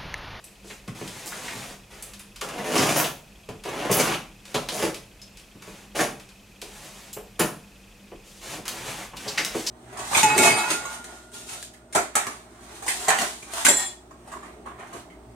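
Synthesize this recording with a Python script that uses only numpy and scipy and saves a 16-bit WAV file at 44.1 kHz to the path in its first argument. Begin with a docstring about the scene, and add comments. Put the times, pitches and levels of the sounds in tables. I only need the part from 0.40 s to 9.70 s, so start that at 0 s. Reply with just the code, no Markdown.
"""A scratchy, drumming cut through packing tape, amid the rubs, knocks and cracks of a big cardboard box.
Hands turn the box on a table, slit its tape with a scissor blade and bend the lid open. The blade
moves in tiny slips that drum the panels, rasp the card and tear the tape; palms brush, folds creak,
edges snap and the scissors clink. A small live room answers, over soft air, hum and a faint whirr."""
import sys
import numpy as np
from scipy import signal
from scipy.fft import rfft, irfft, next_fast_len
from scipy.io import wavfile
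from scipy.ndimage import uniform_filter1d, map_coordinates

SR = 44100
rng = np.random.default_rng(int(sys.argv[2]) if len(sys.argv) > 2 else 0)


def pcm_store(signal):
    """Save signal as 16-bit PCM."""
    levels = np.round(np.clip(np.atleast_2d(signal), -1, 1) * 32767)
    wavfile.write(sys.argv[1], SR, levels.astype(np.int16).T)


N = 410130
TIME = np.arange(N) / SR

# Room decay. Each row: frequency in Hz, seconds to fall by 60 dB.
ROOM_DECAY = [(100, 0.68), (260, 0.32), (700, 0.4), (2000, 0.33), (5000, 0.34), (13000, 0.35)]
# Stereo width. Each row: frequency in Hz, gain of the side signal in dB.
STEREO_WIDTH = [(40, -26), (130, -20.5), (300, -14.5), (900, -7), (3000, -8), (9000, -8), (12500, -23.5)]
# Wavering room hum. Each row: pitch in Hz, nominal width in Hz, level in dB.
HUM_BANDS = [(44.3, 14, -56), (198.4, 8.3, -57)]
# Tone colours. Each row: frequency in Hz, relative level in dB.
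AIR_TONE = [(22, -11), (34, -18), (48, -5), (70, -17), (105, 8), (210, -1.5), (320, 0.5), (600, -3),
            (1000, -8), (1500, -10), (2600, -7.5), (3500, -11.5), (7000, -13), (10500, -17.5),
            (14300, -21.5), (16000, -30)]  # the room's bed of noise
PALM_TONE = [(50, -26), (130, 5.5), (280, 3.5), (800, 5), (1300, 1), (2100, 3.5), (3500, -2), (8000, -50.5)]  # skin pressing on card
BRUSH_TONE = [(1200, -20.5), (3000, 7.5), (4800, 5.5), (6500, 8), (10000, 3.5), (13000, -3), (16000, -12)]  # the hiss on top of a rub
KNOCK_TONE = [(80, -27), (220, -8), (380, 2), (600, -5), (1200, 1.5), (3000, 19), (8000, -30)]  # a blow on a panel
THUD_TONE = [(45, -25.5), (85, -19.5), (125, -5.5), (190, -6), (300, -16), (700, -44), (2000, -60)]  # the air inside the box
SNAP_TONE = [(600, -23), (2500, 6.5), (4500, 5), (7000, 3), (11000, -0.5), (16000, -16.5)]  # a bright tick
RASP_TONE = [(300, -39), (750, -4), (1050, 13), (1650, 9.5), (2800, 6.5), (4000, -4), (7000, -19),
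             (16000, -65)]  # a scraped card edge
TEAR_TONE = [(1500, -37), (3500, -4), (4600, 5.5), (6500, 11), (8300, 5.5), (10200, 8), (12300, 0.5),
             (16000, -7)]  # tearing tape
# Ring of the scissor blades. Each row: pitch in Hz, relative level in dB.
STEEL_MODES = [(5120, 6), (6400, 0), (6800, -4), (7640, 1), (8300, -11), (9160, -2), (10600, 3.5),
               (12570, 5), (13300, -3), (13890, 8)]
# Body of the box. Each row: pitch in Hz, width in Hz, relative level in dB.
BOX_MODES = [(151.6, 31, 2), (239.5, 41, 0.5), (327, 43, 1.5), (431.5, 43, 2), (563, 126, 0.5),
             (721, 130, -1.5), (870, 70, -11), (1062, 114, -4), (1275, 42, -14)]

# Cue levels below are in dB; most sources add a trim.
# Scissor clinks. Each row: start in seconds, level in dB, brightest pitch in Hz, mode width in Hz
# (wider for a tighter grip).
SCISSOR_CLINKS = [(0.04, -37.5, 8900, 300), (1.623, -30.5, 9100, 600), (1.792, -38, 9150, 600),
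                  (4.815, -38, 5230, 110), (6.728, -33, 8340, 300), (6.733, -34.5, 13100, 400),
                  (6.994, -18.5, 9864, 597), (6.999, -27, 14000, 900)]
# Palms, sleeves and the flat of the blade sliding on card. Each row: start, fastest moment and end
# in seconds, pressure in dB, brush in dB.
HAND_RUBS = [(0.233, 0.308, 0.4, -56, -45), (0.545, 1.162, 1.373, -39.5, -38.5),
             (1.498, 1.518, 1.746, -46.5, -47.5), (4.043, 4.123, 4.43, -49.5, -48),
             (5.208, 5.28, 5.48, -48.5, -48), (6.237, 6.42, 6.74, -48, -44.5),
             (7.835, 7.87, 8.2, -57, -48.5), (8.008, 8.144, 8.21, -40, -39),
             (8.25, 8.47, 8.69, -36.5, -36.5), (8.754, 8.89, 9.05, -39.5, -39),
             (8.971, 8.995, 9.2, -38.5, -40), (9.136, 9.173, 9.4, -41, -36)]
# Chattering panels, folds, flaps and tape. Each row: start in seconds, level in dB, pitch in Hz.
FOLD_CREAKS = [(0.298, -36.5, 2120), (0.86, -39, 6970), (0.917, -34, 1490), (1.077, -31.5, 1960),
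               (2.375, -23.5, 5000), (2.385, -19.5, 220), (2.638, -27, 3000), (3.733, -26.5, 2550),
               (5.588, -21, 1580), (6.998, -20.5, 282), (8.765, -43, 3400), (8.876, -27.5, 4828),
               (8.974, -19, 2020), (8.976, -23.5, 5000), (9.263, -21, 5270)]
# Stiff card edges snapping. Each row: start in seconds, tick in dB, low crack in dB.
EDGE_SNAPS = [(0.4767, -33, -37), (0.6747, -27.5, -57), (1.7338, -31, -49), (1.795, -35.5, -45),
              (1.959, -31, -46), (2.0105, -21, -27.5), (2.0863, -28.5, -33), (3.0876, -34.5, -41),
              (3.236, -29.5, -39), (4.0524, -34, -49), (4.5425, -25, -44), (4.97, -34.5, -57),
              (4.996, -40, -60), (5.22, -35.5, -41.5), (5.7967, -36, -46), (5.8878, -40.5, -53),
              (5.5549, -25.5, -28.5), (6.2147, -25, -56), (8.2531, -27.5, -36.5), (8.2785, -21.5, -33),
              (8.767, -27, -51), (9.0465, -19.5, -40)]
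# Hands and table bumping the box. Each row: start in seconds, panel in dB, thud in dB, panel pitch in Hz.
BOX_KNOCKS = [(0.241, -36.5, -54, 387), (0.3, -34, -48, 300), (0.475, -30.5, -27, 202),
              (0.609, -24.5, -32, 331), (0.638, -41, -36, 336), (1.15, -40, -33.5, 207),
              (2.016, -25, -51, 570), (2.335, -17, -42, 440), (2.409, -17, -44, 205),
              (3.086, -25, -30, 513), (3.494, -10.5, -22.5, 440), (4.43, -14, -26, 377),
              (5.147, -41.5, -42, 202), (5.272, -33.5, -37.5, 280), (5.592, -15, -54, 336),
              (6.218, -29.5, -47, 453), (6.765, -24, -43, 473), (7.004, -20, -33, 590),
              (7.715, -30, -46, 374), (8.178, -29, -39, 207), (8.73, -30.5, -40, 970),
              (8.862, -24.5, -39, 550), (8.985, -25.5, -49, 500), (9.145, -16, -30.5, 320)]
# A tab or taut tape letting go. Each row: start in seconds, level in dB, pitch in Hz.
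TAPE_POPS = [(4.144, -24, 3760), (4.288, -21, 3260), (8.2807, -16.5, 5570), (9.0488, -15, 4300)]
# Tape crackling in a run of pops. Each row: start and length in seconds, level in dB, pitch in Hz.
TAPE_RIPS = [(0.859, .036, -27.5, 7500), (2.57, .04, -16, 12000), (3.513, .065, -14.5, 11000)]
# Tape giving way all at once. Each row: start in seconds, drum, rasp and tear in dB, rise in seconds,
# ring of the tape in Hz.
TAPE_BREAKS = [(4.143, -20, -26, -32, 0.0067, 3500), (4.286, -34, -31.5, -33.5, 0.004, 3400),
               (6.991, -21.5, -24.5, -28, .012, 1370)]
# Cuts along the tape, one list a stroke. Each row: time in seconds, blade force in dB, tear in dB.
BLADE_STROKES = [
    [(2.03, -33.5, -38), (2.054, -39, -49), (2.2, -33.5, -47), (2.312, -29.5, -37), (2.36, -17.5, -26),
     (2.42, -21, -28), (2.458, -25.5, -32.5), (2.596, -23, -27), (2.68, -33.5, -39)],
    [(3.25, -34.5, -47.5), (3.49, -29, -44), (3.522, -23.5, -22.5), (3.568, -24.5, -40), (3.584, -22, -26),
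     (3.718, -23.5, -37.5), (3.76, -43, -44)],
    [(4.32, -35, -37), (4.34, -34.5, -35.5), (4.438, -25, -32), (4.5, -41, -47)],
    [(5.55, -18, -42), (5.554, -35, -38), (5.604, -22, -26), (5.65, -30.5, -42)],
]


def amp(db):
    """Decibels to gain."""
    return 10 ** (np.asarray(db) / 20)


def unit(x):
    """Scale to an rms of 1."""
    return x / np.sqrt(np.mean(x ** 2) + 1e-20)


def along(points, hz):
    """Read (Hz, value) points on a log frequency axis."""
    freqs, values = np.transpose(points)
    return np.interp(np.log(hz + 1), np.log(freqs), values)


def tone(points):
    """An EQ curve through (Hz, dB) points."""
    return lambda hz: amp(along(points, hz))


def modes(rows):
    """An EQ curve of resonances, each given as (Hz, width in Hz, dB)."""
    return lambda f: np.sqrt(sum(np.abs(amp(db) * f * width / (hz * hz - f * f + 1j * f * width)) ** 2
                                 for hz, width, db in rows))


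def band(centre_hz, width_hz):
    """A steep-sided EQ peak: two like resonances in series."""
    return lambda hz: modes([(centre_hz, width_hz, 0)])(hz) ** 2


def ring(x, curve, size=2 ** 13):
    """Let x excite a body with this EQ curve: a minimum-phase filter of unit energy."""
    cepstrum = irfft(np.log(curve(np.fft.rfftfreq(size, 1 / SR)) + 1e-6), size)
    cepstrum[1:size // 2] *= 2
    cepstrum[size // 2 + 1:] = 0
    kernel = irfft(np.exp(rfft(cepstrum)), size)
    return signal.oaconvolve(x, kernel / np.linalg.norm(kernel))[:N]


def equalise(x, curve):
    """Apply an EQ curve with no phase shift."""
    size = next_fast_len(N + SR // 2)
    return irfft(rfft(x, size) * curve(np.fft.rfftfreq(size, 1 / SR)), size)[..., :N]


def catching(rate, depth):
    """Friction catches and runs free: a smooth random gain with rate knots a second."""
    wobble = map_coordinates(rng.standard_normal(SR // 10), [TIME * rate], mode="wrap")
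    return unit(amp(depth * wobble))


def slips(count, rate, spread_db):
    """Stick-slip clicks of uneven size, about rate a second."""
    sizes = amp(spread_db * np.clip(rng.standard_normal(count), -2, 2)) * rng.choice([-1, 1], count)
    return unit(sizes * (rng.random(count) < rate / SR))


def burst(rise_s, rate=9000):
    """A run of slips that swells and dies away, whitened to excite all pitches evenly."""
    age = np.arange(int(10 * rise_s * SR) + 64) / (rise_s * SR)  # in rise times
    swell = age * np.exp(1 - age)
    spectrum = rfft(swell * slips(len(age), rate, spread_db=2.5), next_fast_len(2 * len(age)))
    white = irfft(spectrum / (np.abs(spectrum) + 1e-12))[:len(age)]
    return unit(white * np.sqrt(swell)) * np.sqrt(np.mean(swell ** 2))


def add(track, start, sound):
    """Mix a sound into a track at start seconds."""
    part = track[max(round(start * SR), 0):][:len(sound)]
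    part += sound[:len(part)]


def stereo(mid, side):
    """Left and right from mid and side, narrowest in the bass."""
    side = equalise(side, tone(STEREO_WIDTH))
    return np.array([mid + side, mid - side])


def room_tone(air_db=-54):
    """Soft air, with narrow bands of noise for a low wavering hum."""
    mid, side = [ring(rng.standard_normal(N), tone(AIR_TONE)) for _ in range(2)]
    hum = sum(amp(db) * ring(rng.standard_normal(N), band(hz, 2 * width)) for hz, width, db in HUM_BANDS)
    return amp(air_db) * stereo(mid, side) + hum


def drive_whirr(whirr_db=-63, tick_db=-67, pulse_hz=25):
    """A camera's drive whirrs in even pulses and ticks on every second one."""
    turn = np.cos(np.pi * pulse_hz * TIME)
    whirr = ring(rng.standard_normal(N) * (0.13 + turn ** 2), band(2540, 280))
    tick = ring(rng.standard_normal(N) * np.maximum(turn, 0) ** 4, band(3250, 600))
    return amp(whirr_db) * unit(whirr) + amp(tick_db) * unit(tick)


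def room(x, direct_db=-4, wet_db=-2, early_db=-2, tail_count=12):
    """Table and near walls answer first, then a diffuse tail whose pattern keeps shifting."""
    age = np.arange(SR // 2) / SR
    hz, t, noise = signal.stft(rng.standard_normal((tail_count, 2, len(age))), SR, nperseg=256)
    decay = amp(-60 * t / along(ROOM_DECAY, hz)[:, None])
    tails = signal.istft(noise * decay, SR, nperseg=256)[1][..., :len(age)]
    early_lift = 1 + amp(early_db) * np.exp(-age / 0.0081)
    fade_in = 1 - np.exp(-(age / 0.0036) ** 2)
    tails = tails * early_lift * fade_in
    hop = SR // 28
    size = next_fast_len(len(age) + 2 * hop)
    answers = rfft(tails / np.linalg.norm(tails, axis=-1, keepdims=True), size)
    # overlapping grains take the tails in turn, as if moving hands shifted the reflections
    window = np.sin(np.pi * np.arange(2 * hop) / (2 * hop))
    padded = np.pad(x, (hop, 2 * hop))
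    wet = np.zeros((2, N + hop + size))
    for k, start in enumerate(range(0, N + hop, hop)):
        grain = rfft(padded[start:start + 2 * hop] * window, size)
        wet[:, start:start + size] += irfft(grain * answers[k % tail_count], size)
    mid, side = amp(wet_db) * wet[:, hop:hop + N]
    return stereo(amp(direct_db) * x + mid, side)


def scissors(ring_db=-2, tick_db=-4, width_hz=3000, detune=0.012):
    """Steel blades clink: the contact picks which modes speak, the grip detunes and damps them."""
    out = np.zeros(N)
    for start, db, centre, damping in SCISSOR_CLINKS:
        steel = modes([(hz * rng.normal(1, detune), damping, level) for hz, level in STEEL_MODES])
        touch = modes([(centre, width_hz, 0)])
        clink = ring(burst(rise_s=0.0028), lambda hz: steel(hz) * touch(hz) ** 2)
        tick = ring(burst(rise_s=0.0031), lambda hz: tone(SNAP_TONE)(hz) * np.sqrt(touch(hz)))
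        add(out, start, amp(db + ring_db) * clink)
        add(out, start, amp(db + tick_db) * tick)
    return out


def palms(press_db=0.5, brush_db=-2.5, swell_db=6.5, land_s=0.0084, lift_s=0.058):
    """Skin and cloth drag over the card in fine grains, loudest where the slide is fastest."""
    press, brush = np.zeros((2, N))
    slow = amp(-swell_db)
    for start, fastest, end, weight_db, hiss_db in HAND_RUBS:
        contact = np.clip((TIME - start) / land_s, 0, 1) * np.clip((end - TIME) / lift_s, 0, 1)
        speed = contact * np.interp(TIME, [start, fastest, end], [slow, 1, slow])
        press += amp(weight_db + press_db) * speed
        brush += amp(hiss_db + brush_db) * speed
    grains = catching(rate=35, depth=1.1) * slips(N, rate=8000, spread_db=3)
    return ring(press * grains, tone(PALM_TONE)) + ring(brush * grains, tone(BRUSH_TONE))


def chatter(pitch_hz, rise_s, relative_width=0.36, lowpass_hz=10000):
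    """A quick run of slips excites one resonance of a flap or the tape."""
    flap = modes([(pitch_hz, relative_width * pitch_hz, 0)])
    return ring(burst(rise_s, rate=3000), lambda hz: flap(hz) / np.hypot(1, (hz / lowpass_hz) ** 2))


def creaks(tape_ring_db=-25.5):
    """Folds chatter as they bend, and the tape rings as it gives way."""
    out = np.zeros(N)
    for start, db, hz in FOLD_CREAKS:
        add(out, start, amp(db) * chatter(hz, rise_s=0.0067))
    for start, *_, rise_s, hz in TAPE_BREAKS:
        add(out, start, amp(tape_ring_db) * chatter(hz, rise_s))
    return out


def snaps(tick_db=-6, crack_db=-2):
    """Stiff edges let go over a few milliseconds: a bright tick on a lower crack."""
    tick, crack = np.zeros((2, N))
    for start, db, low_db in EDGE_SNAPS:
        add(tick, start, amp(db + tick_db) * burst(rise_s=0.003, rate=26000))
        add(crack, start, amp(low_db + crack_db) * burst(rise_s=0.0054))
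    return ring(tick, tone(SNAP_TONE)) + ring(crack, tone(RASP_TONE))


def knocks(panel_db=-7, thud_db=-3, width_hz=380, rise_s=0.0059):
    """Soft blows ring the box modes near the struck panel's pitch and thump the air inside."""
    panel, thud = np.zeros((2, N))
    for start, db, deep_db, centre in BOX_KNOCKS:
        focus = modes([(centre, width_hz, 0)])
        struck = lambda hz: modes(BOX_MODES)(hz) * tone(KNOCK_TONE)(hz) * focus(hz)
        add(panel, start, amp(db + panel_db) * ring(burst(rise_s), struck))
        add(thud, start, amp(deep_db + thud_db) * burst(rise_s))
    return panel + ring(thud, tone(THUD_TONE))


def pops(trim_db=4, width_hz=7000, pops_per_rip=5, pitch_scatter=0.13):
    """Tension lets go in bright clicks: singly, or unevenly spaced along a rip."""
    rip_pops = []
    for start, length, db, hz in TAPE_RIPS:
        for k, (late, pitch) in enumerate(rng.standard_normal((pops_per_rip, 2))):
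            delay = length * (k + .25 * late) / pops_per_rip
            rip_pops.append((start + delay, db, hz * np.exp(pitch_scatter * pitch)))
    out = np.zeros(N)
    for start, db, centre in TAPE_POPS + rip_pops:
        pop = ring(burst(rise_s=0.0002, rate=29000), band(centre, width_hz))
        add(out, start, amp(db + trim_db) * pop)
    return out


def stroke_envelopes():
    """Blade force, tearing gain and share of the stroke travelled, all zero between strokes."""
    curves = np.zeros((3, N))
    for stroke in BLADE_STROKES:
        times, *levels = np.transpose(stroke)
        gains = [amp(np.interp(TIME, times, db)) for db in levels]
        travel = (TIME - times[0]) / (times[-1] - times[0])
        cutting = (TIME > times[0]) & (TIME < times[-1])
        curves += np.array(gains + [travel]) * cutting
    return uniform_filter1d(curves, size=300, axis=1)


def panel_tone(hz):
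    """The EQ curve of the panels: too heavy for treble, too small for deep bass."""
    return modes(BOX_MODES)(hz) / np.hypot(1, (hz / 1500) ** 2) / np.hypot(1, (125 / (hz + 1)) ** 3)


def blade(drum_db=-2, rasp_db=-3.5, stiffen_db=2):
    """Blade slips and sudden tape breaks drum the box, rasp the card edge and tear the tape."""
    force, tearing, travel = stroke_envelopes()
    stiffness = amp(stiffen_db * (travel - .5))  # toward the stiff corner, drum gives way to rasp
    catch = catching(rate=75, depth=2.2)
    coarse = catch * slips(N, rate=1300, spread_db=3)
    fine = unit(coarse + .5 * catch * slips(N, rate=6000, spread_db=2))
    drum = amp(drum_db) * force / stiffness * coarse
    rasp = amp(rasp_db) * force * stiffness * coarse
    tear = tearing * fine
    for start, panel_db, edge_db, tape_db, rise_s, _ in TAPE_BREAKS:
        add(drum, start, amp(panel_db) * burst(rise_s))
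        add(rasp, start, amp(edge_db) * burst(rise_s))
        add(tear, start, amp(tape_db) * burst(rise_s))
    return ring(drum, panel_tone) + ring(rasp, tone(RASP_TONE)) + ring(tear, tone(TEAR_TONE))


def scene(pan_db=0.09):
    """The box sits almost dead centre in the room, over the quiet bed."""
    box = blade() + palms() + knocks() + snaps() + pops() + creaks() + scissors()
    return room(box) * amp([[pan_db], [-pan_db]]) + room_tone() + drive_whirr()


def record(dry, top_hz=15950):
    """A steep low-pass takes off the very top."""
    return equalise(dry, lambda hz: 1 / np.hypot(1, (hz / top_hz) ** 200))


dry = scene()
out = record(dry)
pcm_store(out)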